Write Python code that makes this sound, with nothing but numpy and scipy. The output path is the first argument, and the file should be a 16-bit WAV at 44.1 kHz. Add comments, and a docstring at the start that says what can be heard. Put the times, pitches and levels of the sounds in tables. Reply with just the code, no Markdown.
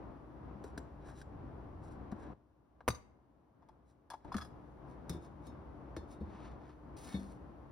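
"""Over a low room rumble, nails tick and fingertips rub on a small round tin in a wicker dish on a table.
The fingers press until the domed lid buckles with a pop and its tabs spring open. The lid rattles off,
ringing on the rim and sounding the air pocket beneath it, then bumps the tin and slides down behind it
onto the cloth. The rumble drops away from shortly before the pop until the lid starts to lift."""
import sys
import numpy as np
from scipy import signal
from scipy.fft import rfft, irfft, next_fast_len
from scipy.io import wavfile
from scipy.ndimage import map_coordinates

SR = 44100
rng = np.random.default_rng(int(sys.argv[2]) if len(sys.argv) > 2 else 0)


def master_out(mix):
    """Clip the mix to full scale and print it as 16-bit PCM to the path in sys.argv[1]."""
    frames = np.transpose(np.atleast_2d(mix))
    ceiling = np.clip(frames, -1, 1)
    pcm = np.round(ceiling * 32767).astype(np.int16)
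    wavfile.write(sys.argv[1], SR, pcm)


N = 340275

# the jerks of the dome snapping through: start_s, level_db, t60_s
DOME_CRACKS = [(2.8791, -18.5, 0.013), (2.8831, -22.5, 0.027), (2.8872, -18.5, 0.008),
               (2.9028, -33.5, 0.016)]
# tone of a crack: freq_hz, gain_db
CRACK_EQ = [(40, -26), (110, 2), (220, 4), (550, 4.5), (1200, 5), (1800, -9.5), (2400, -5.5), (3200, -19.5),
            (6400, -15), (8000, -27.5), (9500, -14.5), (12000, -28), (15500, -20)]
def pop():
    """The thin dome buckles: a few dense cracks, milliseconds apart."""
    out, t = np.zeros(N), np.arange(SR // 4) / SR
    for start, db, t60 in DOME_CRACKS:
        add(out, start, amp(db) * noise(len(t), CRACK_EQ) * fade(t, t60, attack=0.0001))
    return out


# nails on the shut lid: start_s, level_db, tilt_db_per_octave
NAIL_TICKS = [(0.6402, -54, 0.5), (0.7767, -45.5, 0.5), (1.087, -54, -5.5), (1.2147, -52, -1.5),
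              (2.1163, -54, -3.5), (2.123, -46, -14), (2.8065, -51, -11)]
# resonances of the shut lid under the fingers: pitch_hz, width_hz, gain_db
DAMPED_LID = [(1650, 150, 8.5), (3940, 112, 6.5), (5600, 230, 4), (7370, 300, 6.5)]
def nails():
    """Nails tick dryly on the lid while the fingers damp it."""
    out = np.zeros(N)
    for start, db, tilt in NAIL_TICKS:
        click = amp(db) * tick(np.arange(SR // 4) / SR, tilt)
        add(out, start, click + resonate(click, DAMPED_LID) / 2)
    return out


# the lid touching the tin: start_s, tick_db, ring_db, tilt_db_per_octave
LID_TAPS = [(2.8838, -32.5, -54, 9), (2.904, -52, -51, 1.5), (2.947, -59.5, -59.5, 1),
            (5.095, -40.5, -53.5, 3), (5.468, -59, -67, 5.5), (5.965, -45.5, -59.5, -1.5),
            (6.204, -80, -75, 1), (7.143, -61, -55.5, -4)]
def taps():
    """Tabs and rim strike metal and set the lid ringing."""
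    out = np.zeros((2, N))
    for start, tick_db, ring_db, tilt in LID_TAPS:
        add(out, start, contact(lid_modes(start), tick_db, ring_db, tilt))
    return out


# the lid clamped on the tin: pitch_hz, level_db, t60_s, tab_share
SHUT_MODES = [(1201, 8, 0.063, 1), (2110, -19.5, 0.63, 0.5), (3820, 0, 0.079, 0.63), (4716, -26, 0.38, 0.8),
              (4640, 1.5, 0.06, 0.94), (5775, 0, 0.046, 0.25), (6180, -2.5, 0.11, 0.8),
              (8500, -7.5, 0.076, 0.1), (9300, -12.5, 0.13, 0.13), (10800, -16, 0.11, .9)]
# the lid off the tin: pitch_hz, held_db, free_db, t60_s, tab_share
LOOSE_MODES = [(1757, -7, -0.5, 0.32, 0.065), (2205, -5, -3, 0.12, 0.14), (3540, -6, -2, 0.28, .15),
               (3723, 0, 0, 0.13, 0.39), (4290, -9, -4, 0.25, .05), (5250, -5.5, -10.5, 0.21, 0.25),
               (6500, -13, -20.5, 0.19, 0.27), (9900, -16, -22.5, 0.13, .5)]
LIFT_S, LET_GO_S = 4.31, 6.17
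def lid_modes(time_s):
    """The lid's modes: clamped on the tin, held in fingers that shorten its ring, or let go."""
    if time_s < LIFT_S:
        return SHUT_MODES
    if time_s < LET_GO_S:
        return [(hz, held_db, 0.92 * t60, tabs) for hz, held_db, _, t60, tabs in LOOSE_MODES]
    return [(hz, free_db, t60, tabs) for hz, _, free_db, t60, tabs in LOOSE_MODES]


# each rock of the lid: start_s, tick_db, ring_db, air_db, tilt_db_per_octave
LID_ROCKS = [(3.622, -81, -89, -57, -5), (3.687, -66, -80.5, -52.5, -2), (4.1018, -49, -56, -42, 1.5),
             (4.117, -60, -74, -44, -3), (4.1352, -54, -67.5, -37.5, -3), (4.2467, -71, -87, -50.5, 1.5),
             (4.3188, -66, -74, -31.5, 1.5), (4.3238, -60, -61.5, -53, 0.5),
             (4.3427, -45.5, -63, -31.5, -2), (4.349, -55, -70, -38.5, -3), (4.366, -48, -52, -42, 1.5),
             (4.3815, -46.5, -60, -35, 0), (4.4049, -57, -79, -45, -2), (4.4116, -59, -54.5, -52, 0.5),
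             (4.418, -54.5, -58, -38.5, -1.5), (4.448, -61, -64, -54, 0.5)]
# the sprung lid on the rim: pitch_hz, level_db, t60_s, tab_share
RIM_MODES = [(1690, 1, 0.066, 0.79), (2170, -13, 0.03, 0.47), (3400, -3.5, 0.085, 0.94),
             (4260, -3.5, 0.08, 0.25), (5026, 1, 0.068, 0.6), (5650, -9, 0.05, 0.47),
             (6530, -6.5, 0.073, 0.28), (10500, -10, 0.081, 0.56)]
def rattle():
    """The loosened lid rocks and clatters against the rim."""
    out = np.zeros((2, N))
    for start, tick_db, ring_db, _, tilt in LID_ROCKS:
        add(out, start, contact(RIM_MODES, tick_db, ring_db, tilt))
    return out


def air_pocket():
    """Each rock sounds the air under the lid, higher as the gap widens and shorter once it leaks."""
    seated_hz, open_hz, gap_opens_s, rise_hz_per_s = 891, 1266, 4.298, 8200
    out, t = np.zeros(N), np.arange(SR // 4) / SR
    for start, _, _, air_db, _ in LID_ROCKS:
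        hz = min(seated_hz + rise_hz_per_s * max(start - gap_opens_s, 0), open_hz)
        hz *= 1 + 0.05 * rng.uniform(-1.04, 1)  # no two rocks leave the same gap
        envelope = fade(t, t60=0.053 if start < LIFT_S else 0.031, attack=0.003)
        for delay_s, loss_db in [(0, 0), (0.00548, -10)]:  # the hit and one bounce
            puff = noise(len(t), [(hz / 2, -23), (hz, 0), (hz * 2, -27), (hz * 10, -60)])
            tone = np.sin(2 * np.pi * (hz * t + rng.random()))
            add(out, start + delay_s, amp(air_db + loss_db) * (tone + puff) * envelope)
    return out


# tone of a hard touch on the metal: freq_hz, gain_db
TICK_EQ = [(100, -18.5), (700, 5), (1600, 4), (2600, -8.5), (3800, -3.5), (6300, -6), (8000, -4.5),
           (11000, -12.5), (13000, -15.5)]
def tick(t, tilt):
    """The short burst of noise at the front of a hit."""
    return noise(len(t), TICK_EQ, tilt) * fade(t, t60=0.043, attack=0.0002)


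def contact(modes, tick_db, ring_db, tilt):
    """Metal on metal ticks, rings and shimmers; the tilt makes tick and ring brighter or duller."""
    t, pivot_hz = np.arange(SR // 2) / SR, 4000
    click = tick(t, tilt)
    shimmer = noise(len(t), TICK_EQ) * fade(t, t60=0.18, attack=0.0027)
    struck = [(hz, db + tilt * np.log2(hz / pivot_hz), t60, tabs) for hz, db, t60, tabs in modes]
    return amp(tick_db) * click + amp(ring_db) * (amp(-5.5) * shimmer + ring(struck))


def ring(modes):
    """One blow on the lid; its tabs are not quite alike, so a close cluster flanks each mode."""
    out = np.zeros((2, SR // 2))
    blur_hz = 14  # touching tabs and fingers unsettle each mode
    for hz, db, t60, tab_share in modes:
        t = np.arange(min(int(t60 * SR), SR // 2)) / SR
        detune = 1 + 0.016 * rng.standard_normal(size=(4, 1))
        # each mode reaches left and right at its own phase
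        phase = rng.random(size=(5, 1)) + 0.15 * rng.standard_normal(size=(2, 5, 1))
        cluster = np.sin(2 * np.pi * (hz * detune * t + phase[:, 1:])).sum(axis=1)
        tabs = cluster * fade(t, t60, attack=0.00038)
        drift = np.cumsum(rng.standard_normal(SR))[:len(t)] * np.sqrt(2 * np.pi * blur_hz / SR)
        plate = np.sin(2 * np.pi * (hz * t + phase[:, 0]) + drift) * fade(t, t60, attack=0.0021)
        add(out, 0, amp(db + rng.normal(0, 1.6)) * (plate + tab_share * tabs))
    return out


# the hand pushes the tin into the dish: start_s, level_db, pitch_hz
DISH_KNOCKS = [(0.643, -33, 413), (.778, -32, 268), (2.123, -29.5, 204.3), (2.885, -24, 117.7),
               (4.348, -21, 204)]
# the lid comes down on the cloth: start_s, level_db, pitch_hz, t60_s
LID_LANDINGS = [(5.096, -33, 172.7, 0.14), (5.146, -40.5, 341, 0.15), (5.967, -32.5, 325, 0.076),
                (6.211, -30, 203, 0.084), (7.141, -29, 195.2, 0.24)]
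def thumps():
    """Pushes knock the wicker dish; the lid lands on the table and settles once more, softer."""
    out, dish_cycles, settle_s = np.zeros(N), 12.6, 0.062
    for start, db, hz in DISH_KNOCKS:
        add(out, start, amp(db) * thud(hz, dish_cycles / hz, boom_db=-15))
    for start, db, hz, t60 in LID_LANDINGS:
        add(out, start, amp(db) * thud(hz, t60, boom_db=-5.5))
        add(out, start + settle_s, amp(db - 13) * thud(hz, t60, boom_db=-5.5))
    return out


TABLE_HZ = 76
def thud(hz, t60, boom_db):
    """A soft knock; the table's boom swells more slowly under it."""
    t = np.arange(SR // 2) / SR
    rough = noise(len(t), [(hz / 4, -22), (hz, 0), (hz * 2, -10), (hz * 20, -65)])
    knock = (np.sin(2 * np.pi * hz * t) + 0.43 * rough) * fade(t, t60, attack=0.0029)
    boom = np.sin(2 * np.pi * TABLE_HZ * t) * fade(t, t60=0.24, attack=0.0079)
    return knock + amp(boom_db) * boom


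# short light rubs, fingertips on the lid and then surges of the dragged rim: centre_s, level_db
LIGHT_RUBS = [(0.672, -74.5), (1.089, -70.5), (1.186, -69.5), (1.86, -75.5), (1.92, -78.5), (2.214, -79),
              (3.899, -83.5), (4.91, -78.5), (5.131, -65.5), (5.244, -73.5), (5.465, -73.5), (6.12, -70.5),
              (7.05, -76), (7.215, -65.5), (7.32, -75)]
# firm, dull slides of skin on lid and lid on cloth: centre_s, level_db
FIRM_SLIDES = [(1.089, -69), (2.24, -69.5), (4.285, -74), (6.327, -66), (6.458, -59.5), (6.671, -66.5),
               (7.1, -61)]
# tone of the friction: freq_hz, gain_db
FRICTION_EQ = [(100, -62), (800, 1), (2700, -1), (8300, -1.5), (10500, -4.5), (13000, -23), (15500, -7)]
def strokes():
    """Friction of fingertips, of the sliding lid and of its rim dragged over the cloth."""
    light_rubs = sum(amp(db) * swell(centre, half_s=0.024) for centre, db in LIGHT_RUBS)
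    slides = sum(amp(db) * swell(centre, half_s=0.048) for centre, db in FIRM_SLIDES)
    drag_start_s, attack_s, hold_s, t60_s = 6.963, 0.0083, 0.14, 0.58
    t = np.arange(N) / SR - drag_start_s
    drag = np.clip(t / attack_s, 0, 1) * amp(-59 - 60 * np.maximum(t - hold_s, 0) / t60_s)
    return (light_rubs * noise(N, FRICTION_EQ, tilt=1)
            + slides * noise(N, FRICTION_EQ, tilt=-8.5)
            + drag * noise(N, FRICTION_EQ, tilt=1.8))


def rubs():
    """The strokes catch in tiny slips; they squeak on the shut lid and sing in the loose one."""
    friction = strokes() * unit(amp(2.5 * wobble(700) + 2 * wobble(60)))
    t = np.arange(N) / SR
    shut, free = t < LIFT_S, t >= LET_GO_S
    squeak = resonate(friction * shut, DAMPED_LID)
    held_song = sing(friction * ~shut * ~free, LIFT_S, gain_db=17.5)
    free_song = sing(friction * free, LET_GO_S, gain_db=3.5)
    return friction + squeak + held_song + free_song


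def scrape():
    """The tabs scrape along the tin just before the lid drops, and its ring builds up."""
    centre_s = 7.125
    friction = amp(-41.5) * swell(centre_s, half_s=0.038) * noise(N, FRICTION_EQ)
    return sing(friction, centre_s)


def sing(friction, time_s, gain_db=0, width_hz=16):
    """Friction drives the narrow modes that the lid has at time_s."""
    return resonate(friction, [(hz, width_hz, db + gain_db) for hz, db, *_ in lid_modes(time_s)])


def press():
    """The table rumbles under the weight of the hand."""
    eq = [(TABLE_HZ * ratio, db) for ratio, db in [(0.5, -14), (1, 0), (2, -9), (10, -45), (20, -90)]]
    return amp(-53) * swell(1.54, half_s=0.42) * noise(N, eq)


# the room's decay: freq_hz, t60_s
ROOM_DECAY = [(100, 0.54), (6000, 0.38), (14000, 0.24)]
def reverb(x):
    """The small room's tail, different left and right."""
    hz, t, spectrum = signal.stft(rng.standard_normal((2, SR // 2)), SR, nperseg=256)
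    decay = amp(-60 * t / along(ROOM_DECAY, hz)[:, None])
    tail = signal.istft(spectrum * decay, SR, nperseg=256)[1]
    return signal.fftconvolve(x, tail / np.linalg.norm(tail[0]), axes=1)[:, :N]


# tone of the room's rumble: freq_hz, gain_db
RUMBLE_EQ = [(20, -42), (60, 3), (97, -9.5), (129, -3), (175, -9), (297, -7), (445, -14), (717, -15),
             (1050, -17.5), (2480, -39.5), (6000, -58.5), (8500, -120)]
# tone of the hiss: freq_hz, gain_db
HISS_EQ = [(100, -20.5), (3000, 7), (12500, -5)]
# hum against the rumble: pitch_hz, gain_db
HUM_TONES = [(62, -13), (300, -11)]
def room_tone():
    """Rumble, wavering hum and faint hiss duck for a while, over a steady trace of hiss."""
    duck_from_s, duck_to_s, duck_fade_s, duck_db = 2.334, 4.25, 0.0052, -14.5
    t, hiss = np.arange(N) / SR, spread(HISS_EQ)
    hum = sum(amp(db) * np.sin(2 * np.pi * hz * t + 1.8 * wobble(8)) for hz, db in HUM_TONES)
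    bed = spread(RUMBLE_EQ) * amp(1.5 * wobble(7.4)) + hum + amp(-37) * hiss
    duck = np.clip(np.minimum(t - duck_from_s, duck_to_s - t) / duck_fade_s, 0, 1)
    return amp(-52 + duck_db * duck) * bed + amp(-100) * hiss


# how alike the room tone is left and right: freq_hz, correlation
STEREO_LIKENESS = [(40, 1), (300, 0.57), (4000, 0.025), (9000, 1)]
def spread(eq):
    """Stereo noise of rms 1, partly alike on the two sides."""
    angle = lambda hz: np.arccos(np.clip(along(STEREO_LIKENESS, hz), -1, 1)) / 2
    mid = filtered(noise(N, eq), lambda hz: np.cos(angle(hz)))
    side = filtered(noise(N, eq), lambda hz: np.sin(angle(hz)))
    return unit(np.array([mid + side, mid - side]))


def amp(db):
    """Decibels to gain."""
    return 10 ** (np.asarray(db) / 20)


def unit(x):
    """x at rms 1."""
    return x / np.sqrt(np.mean(x ** 2) + 1e-20)


def along(points, hz):
    """A curve of (freq_hz, value) points, read on a log axis."""
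    freqs, values = np.transpose(points)
    return np.interp(np.log(hz + 1), np.log(freqs + 1), values)


def filtered(x, response):
    """x through a frequency response."""
    n = x.shape[-1]
    padded = next_fast_len(n + 8192)
    return irfft(rfft(x, padded) * response(np.fft.rfftfreq(padded, 1 / SR)), padded)[..., :n]


def resonate(x, peaks):
    """x through parallel resonances: pitch_hz, width_hz, gain_db."""
    return filtered(x, lambda f: sum(amp(db) * 1j * f * width / (hz * hz - f * f + 1j * f * width)
                                     for hz, width, db in peaks))


def noise(size, eq, tilt=0):
    """Shaped noise of rms 1, tilted in dB per octave above 1 kHz."""
    response = lambda hz: amp(along(eq, hz) + tilt * np.log2(np.maximum(hz, 1000)))
    return unit(filtered(rng.standard_normal(size), response))


def wobble(rate):
    """A smooth random curve, rate knots a second."""
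    return map_coordinates(rng.standard_normal(int(N * rate / SR) + 4), [np.arange(N) * rate / SR])


def fade(t, t60, attack):
    """A quick rise and an exponential decay, times in seconds."""
    return amp(-60 * t / t60) * (1 - np.exp(-t / attack))


def swell(centre_s, half_s):
    """A bell-shaped rise and fall."""
    return np.exp(-((np.arange(N) / SR - centre_s) / half_s) ** 2 / 2)


def add(track, start_s, sound):
    """Mix a sound into the track."""
    part = track[..., max(round(start_s * SR), 0):][..., :sound.shape[-1]]
    part += sound[..., :part.shape[-1]]


def scene():
    """The tin close up, a little reverb, and room tone underneath."""
    tin = pop() + nails() + taps() + rattle() + air_pocket() + thumps() + press() + rubs() + scrape()
    return tin + amp(-18) * reverb(tin) + room_tone()


# balance of the two microphone ports: freq_hz, left_minus_right_db
MIC_BALANCE = [(70, -0.5), (200, 4), (1100, 4.5), (1900, -2), (2800, 2.5), (4000, 2.5), (5500, 0.5),
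               (6500, 7.5), (7500, 0.2)]
# phase between the ports: freq_hz, left_lead_rad
MIC_PHASE = [(1800, 0), (3100, 1.2), (4500, 0), (5700, -.2), (6700, -2.8), (7800, -3.3), (10300, -6.28),
             (11900, -6.3), (13700, -9.2), (15500, -10)]
def record(dry):
    """The two ports differ in level and phase; peaks are soft-clipped and the very top is cut."""
    sides, ceiling, top_hz = np.array([[0.5], [-0.5]]), 0.14, 16000
    gain = lambda hz: amp(sides * along(MIC_BALANCE, hz))
    ports = filtered(dry, lambda hz: gain(hz) * np.exp(1j * sides * along(MIC_PHASE, hz)))
    rounded = ports / (1 + (ports / ceiling) ** 4) ** (1 / 4)
    return filtered(rounded, lambda hz: hz < top_hz)


dry = scene()
out = record(dry)
master_out(out)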